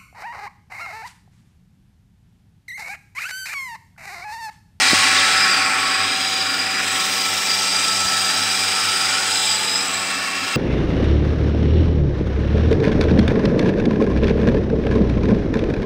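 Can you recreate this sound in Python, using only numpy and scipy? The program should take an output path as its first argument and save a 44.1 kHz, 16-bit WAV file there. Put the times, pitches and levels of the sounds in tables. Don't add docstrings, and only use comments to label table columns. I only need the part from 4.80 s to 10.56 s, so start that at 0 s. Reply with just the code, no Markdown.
import sys
import numpy as np
from scipy import signal
from scipy.io import wavfile
from scipy.ndimage import uniform_filter1d

SR = 44100
rng = np.random.default_rng(int(sys.argv[2]) if len(sys.argv) > 2 else 0)


def store_pcm(level_fs):
    pcm = np.round(np.clip(level_fs, -1, 1) * 32767).astype(np.int16)
    wavfile.write(sys.argv[1], SR, np.atleast_2d(pcm).T)


N = 254016
T = np.arange(N) / SR

SHAFT_HZ, MAINS_HUM_HZ = 23.854, 100.0
VANE_HZ = 4 * SHAFT_HZ
BELT_HZ = SHAFT_HZ / 3


def amp(db):
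    return 10 ** (np.asarray(db) / 20)


def evened(x):
    return x / np.sqrt(np.mean(x ** 2) + 1e-20)


def wander(rate_hz):
    coarse_t = T[::128]
    turns = np.geomspace(.4, rate_hz, num=20)[:, None] * coarse_t + rng.random((20, 1))
    drift = evened(np.sin(2 * np.pi * turns).sum(axis=0))
    return np.interp(T, coarse_t, drift)


def tone(hz, start_s=0., turn=None):
    turn = rng.random() if turn is None else turn
    return np.sqrt(2) * np.cos(2 * np.pi * (hz * (T - start_s) + turn))


def noise(colour, patch_db, standing_peak_db):
    frames, hz = N // 256 + 5, np.fft.rfftfreq(1024, 1 / SR)
    real, imag, quick, slow = rng.standard_normal((frames, 513, 4)).T
    quick = evened(uniform_filter1d(uniform_filter1d(quick, size=10, axis=0), size=12, axis=1))
    slow = evened(uniform_filter1d(uniform_filter1d(slow, size=3, axis=0), size=90, axis=1))
    pitch_hz, level_db = np.transpose(colour)
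    shape_db = np.interp(np.log(hz + 1), np.log(pitch_hz + 1), level_db, left=-90, right=-90)[:, None]
    spectra = (real + 1j * imag) * amp(shape_db + patch_db * quick + standing_peak_db * slow)
    return evened(signal.istft(spectra, nperseg=1024, noverlap=768)[1][:N])


def ring(hz, width_hz):
    r = np.exp(-np.pi * width_hz / SR)
    white = [1, 1j] @ rng.standard_normal((N, 2)).T
    slow = signal.lfilter([1], [1, -2 * r, r * r], white)
    turns = np.cumsum(hz * np.ones(N)) / SR
    return evened((slow * np.exp(2j * np.pi * turns)).real)


def chatter(stroke, turn):
    return 1 + stroke * tone(VANE_HZ) + turn * tone(SHAFT_HZ)


def belt_bound(x, share, memory):
    lap = round(SR / BELT_HZ)
    laps = np.resize(x[::-1], (N // lap + 6, lap))
    repeats = signal.lfilter([1], [1, -memory], laps, axis=0).ravel()[-N:]
    return np.sqrt(1 - share) * x + np.sqrt(share) * evened(repeats)


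def standing_db(part):
    # part, centre_s, spread_s (standard deviation), change_db
    swells = [("hiss", 2.35, 0.27, 4), ("cowl", 2.25, 0.16, 1.6), ("cowl", 5.4, 0.49, 5.2),
              ("cylinder", .1, 0.23, -14), ("cylinder", 1.67, 0.42, 6.3), ("cylinder", 2.59, 0.076, -9),
              ("plate", 2.12, 0.047, 9.3), ("plate", 4.63, 0.17, 12), ("plate", 5.1, 0.19, 11),
              ("flange", 4.53, .12, 8), ("shroud", .12, .15, 6.1), ("mains", .2, 0.23, 2.2),
              ("exhaust", 5.1, 0.079, 5.7), ("order32", 1.3, 0.47, 4.4), ("order32", 2.93, 0.28, -6),
              ("order32", 4.84, 0.11, -14), ("order36", 0.92, 0.11, 10.5), ("order36", 4.93, 0.33, 7.6),
              ("order51", 1.0, 0.33, 11), ("order51", 3.8, 0.29, 8.3), ("order51", 5, 0.2, 7.4),
              ("whine", .1, 0.16, -16), ("whine", 2.18, 0.054, 12.4), ("whine", 3.155, 0.3, 10.4),
              ("whine", 0.62, 0.16, 4.2), ("whine", 1.24, .15, 4), ("whine", 1.95, 0.17, -9),
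              ("whine", 2.48, 0.049, 6.1), ("whine", 4.15, 0.058, 4.8), ("whine", 5.8, 0.065, 8.1),
              ("order46", 2.17, .14, 19), ("order28", 5.17, 0.14, 8.3), ("order8", 0.68, 0.53, -4),
              ("order8", 3, 0.57, 2.7), ("order20", 4.9, 0.24, 4.3), ("order32", 0.725, 0.024, -15),
              ("cylinder", 0.72, 0.11, 5.5), ("cylinder", 0.97, 0.06, -5), ("cylinder", 2.14, 0.13, -4),
              ("fan", 4.64, 0.14, 2.4), ("fan", 2.11, 0.086, 1.6), ("rumble", 0.29, 0.25, -1.7),
              ("cowl", 0.33, 0.1, 5.7), ("fan", 1.41, 0.25, 2.8), ("fan", .9, 0.038, -5),
              ("fan", 5.4, 0.26, -1.5), ("whine", 3.7, .17, 3.6), ("cowl", 2.75, .15, -1),
              ("exhaust", 0.57, 0.11, -4.5), ("drum", 0.62, 0.11, 2.4), ("order24", 0.38, 0.16, 9.2),
              ("cylinder", 2.73, 0.035, 6), ("cylinder", 4.93, 0.061, 4.8), ("cylinder", 5.1, .06, -4),
              ("cylinder", 1.17, 0.075, 3.4), ("scrape", 4.58, 0.14, 1.3)]
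    return sum(db * np.exp(-.5 * ((T - s) / spread) ** 2) for name, s, spread, db in swells if name == part)


def heard(part):
    # time_s, distance_m, facing the pump (0 = away, 1 = towards)
    path = [(0.1, 0.33, 0.74), (.5, 0.35, 0.5), (.8, 0.4, 0.11), (1.2, 0.59, 0.1), (1.5, 0.94, 0.27),
            (2.0, 0.78, 0), (2.3, 0.89, 0.7), (2.8, 0.96, 0.94), (3.3, 0.94, 1.0), (4.3, 0.86, 0.89),
            (4.6, 1.14, 0.87), (5.05, 1.35, 0.53), (5.35, 1.12, 0.07), (5.76, 1, 0)]
    part_levels = {"roar": (-27, 0.8069, -0.5, 0), "fan": (-30.5, .5, 4, 0), "scrape": (-31, .5, 6.5, 0),
                   "hiss": (-48.5, 0.23, 6.5, .5), "rumble": (-38.5, 0.36, 0.5, 0),
                   "vents": (-47, 1.79, 10, 0.5), "slots": (-51, 2.01, 1.5, -0.5),
                   "exhaust": (-43, 0.58, -5, 1.5), "cowl": (-41, 1.25, -2.5, 2),
                   "drum": (-35.5, 0.74, 1, 0.5), "cylinder": (-35.5, 0.56, 9, 1.0),
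                   "plate": (-42.5, 0.78, 5.5, 1), "flange": (-47, 0.88, 4, 4.5),
                   "shroud": (-52, 1.85, 2, -1), "mains": (-49.5, 0.32, 3.5, 1.3),
                   "order32": (-40, .5, 2.5, 1.5), "order36": (-53.5, 0.97, 13, 0.5),
                   "order51": (-48, -0.07, 0, 3), "whine": (-43.5, 1.2, 4.5, 1.8)}
    time_s, metres, facing = np.transpose(path)
    db, follows, faced_db, waver_db = part_levels[part]
    near_db = -20 * np.log10(np.interp(T, time_s, np.maximum(metres, .05)))
    place_db = follows * near_db + faced_db * np.interp(T, time_s, facing)
    return amp(db + place_db + waver_db * wander(5.) + standing_db(part))


def casing_roar():
    # pitch_hz, relative level_db
    roar_colour = [(960, -44), (1080, -5), (1200, -9), (1400, 2.5), (1520, -5), (1740, 2.5), (1850, -2),
                   (1970, -2), (2100, -1.5), (2500, -0.5), (2900, -8.5)]
    roar = heard("roar") * belt_bound(noise(roar_colour, 1.1, 2.8), .4, .75)
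    return roar * chatter(.08, .06) * amp(.9 * wander(90.))


def fan_scrape_and_hiss():
    # pitch_hz, relative level_db
    fan_colour = [(2400, -19), (2700, -1.5), (3300, 2), (3600, -1), (3880, 3.5), (4000, -0.5), (4150, 2),
                  (4400, -19), (4700, -28)]
    scrape_colour = [(4150, -18), (4450, -2), (5050, 4.5), (5400, 3.5), (5600, -1), (7200, -3.5),
                     (8000, 0.5), (8800, -1), (9600, -10.5), (10500, -22.5), (11000, -38)]
    hiss_colour = [(9800, -10), (10500, -2), (10900, 0.5), (11400, -1), (12100, -1), (13300, -1.5),
                   (14300, 1.5), (16000, -1.5)]
    treble = heard("fan") * belt_bound(noise(fan_colour, .7, 2.0), .24, .75)
    treble += heard("scrape") * noise(scrape_colour, 0.44, 2.8)
    treble += heard("hiss") * noise(hiss_colour, 0.59, 0.81)
    return treble * chatter(0.056, 0.062) * amp(.5 * wander(30.))


def motor_vents():
    return heard("vents") * ring(4700., 1700.0)


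def frame_rumble():
    # pitch_hz, relative level_db
    rumble_colour = [(15, -13), (55, -25), (80, -15.5), (120, -12), (200, -3), (275, -14.5), (340, -5),
                     (520, -5), (880, -2.5), (1010, -2), (1100, -31)]
    return heard("rumble") * noise(rumble_colour, .8, 1.0)


def metal_rings():
    metal_parts = {"exhaust": (272, 41), "cowl": (1112, 50), "drum": (2365, 97), "cylinder": (4850, 150),
                   "plate": (7730, 220), "flange": (5150, 260), "shroud": (1965, 50)}
    pitch_slides = {"cylinder": [(.55, 1.02), (.8, .982), (1.12, .993), (1.3, 1.01), (1.45, 1.01),
                    (1.6, .993), (2.1, 1.014), (2.55, .992), (4.2, .998), (4.55, 1.012), (4.75, .992),
                    (4.97, 1.045), (5.06, 1.04), (5.15, 1.0)], "plate": [(2.05, .995), (2.15, 1.022),
                    (2.22, .997), (4.4, 1.012), (4.65, 1.0)]}
    out = np.zeros(N)
    for part, (hz, width_hz) in metal_parts.items():
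        bend = np.interp(T, *np.transpose(pitch_slides[part])) if part in pitch_slides else 1
        drift = 1 + .002 * wander(8.)
        throb = chatter(0.025, 0.081) * amp(1.1 * wander(25.))
        out += heard(part) * ring(hz * bend * drift, width_hz) * throb
    return out


def mains_and_vane_hum():
    cancel_s = 3.10
    level = heard("mains") * amp(1.8 * wander(20.))
    mains = tone(MAINS_HUM_HZ, cancel_s, 0.54)
    vanes = amp(-7.5) * tone(VANE_HZ, cancel_s, 0.)
    return level * (mains + vanes)


def slot_whines():
    # pitch_hz, level_db relative to the strongest
    slots = [(1647, -6), (1899, 0), (4447, -14), (5415, -10)]
    return heard("slots") * sum(amp(db + 2.5 * wander(6.)) * tone(hz) for hz, db in slots)


def shaft_tones():
    # order, level_db
    order_levels = [(8, -46), (12, -50.5), (16, -48), (20, -49.5), (24, -51.5), (25, -58), (28, -50.5),
                    (29, -60), (33, -48.5), (46, -60), (56, -68)]
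    # offset in multiples of the belt lap rate, level_db relative to order 32
    vane_sides = [(-1, -22), (0.96, -12.5)]
    out = np.zeros(N)
    for order, db in order_levels:
        out += amp(db + 1.0 * wander(2.5) + standing_db("order" + str(order))) * tone(order * SHAFT_HZ)
    sides = sum(amp(db) * tone(32 * SHAFT_HZ + k * BELT_HZ) for k, db in vane_sides)
    out += heard("order32") * (tone(32 * SHAFT_HZ) + sides)
    out += heard("order51") * tone(51 * SHAFT_HZ)
    panel = ring(872., 98.0)
    out += heard("order36") * (amp(-2 + 2 * wander(8.)) * tone(36 * SHAFT_HZ) + amp(-1) * panel)
    return out


def belt_whine():
    # offset in multiples of the belt lap rate, level_db
    whine_sides = [(-2.5, -48), (-1, -46), (1.2, -52)]
    dip_s = 3.16
    throb = 1 - .18 * tone(BELT_HZ, dip_s, 0.)
    out = heard("whine") * throb * tone(166 * BELT_HZ, dip_s, 0.)
    for k, db in whine_sides:
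        out += amp(db + 3.0 * wander(4.)) * tone((166 + k) * BELT_HZ, dip_s, .5)
    return out


def hand_bumps():
    # time_s, level_db of the push before the knock and the low cut, pitch_hz
    bump_list = [(.1331, -7.5, 265), (.905, -28, 240), (1.783, -38, 80), (3.052, -31, 110),
                 (3.254, -30, 70), (3.332, -33, 120)]
    half_cycles, lag_cycles = 0.63, 0.15
    out = np.zeros(N)
    for s, db, hz in bump_list:
        turns = (T - s) * hz
        knock = 0.43 * np.cos(2 * np.pi * 2.6 * turns) * np.exp(-(turns / 0.83) ** 2)
        push = np.cos(2 * np.pi * turns) + knock
        out += amp(db) * push * np.exp(-((turns - lag_cycles) / half_cycles) ** 2)
    return signal.sosfilt(signal.butter(2, 45, "high", fs=SR, output="sos"), out)


def squeak():
    # time_s, level_db, pitch_hz, length_s (from the peak down to 37 %)
    squeak_values = (.39, -12, 3650, .0035)
    s, db, hz, length_s = squeak_values
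    return amp(db) * np.sin(2 * np.pi * hz * T) * np.exp(-((T - s) / length_s) ** 2)


def scene():
    noises = casing_roar() + fan_scrape_and_hiss() + motor_vents() + frame_rumble()
    tones = mains_and_vane_hum() + slot_whines() + shaft_tones() + belt_whine()
    return np.tile(noises + metal_rings() + tones + hand_bumps() + squeak(), (2, 1))


def record(dry):
    mic_low_hz, edge_hz = 76, 15720
    thin = signal.sosfilt(signal.butter(1, mic_low_hz, "high", fs=SR, output="sos"), dry)
    band_limit = signal.firwin(2047, edge_hz, window=("kaiser", 10), fs=SR)
    return signal.oaconvolve(thin, band_limit[None], "same")


dry = scene()
out = record(dry)
store_pcm(out)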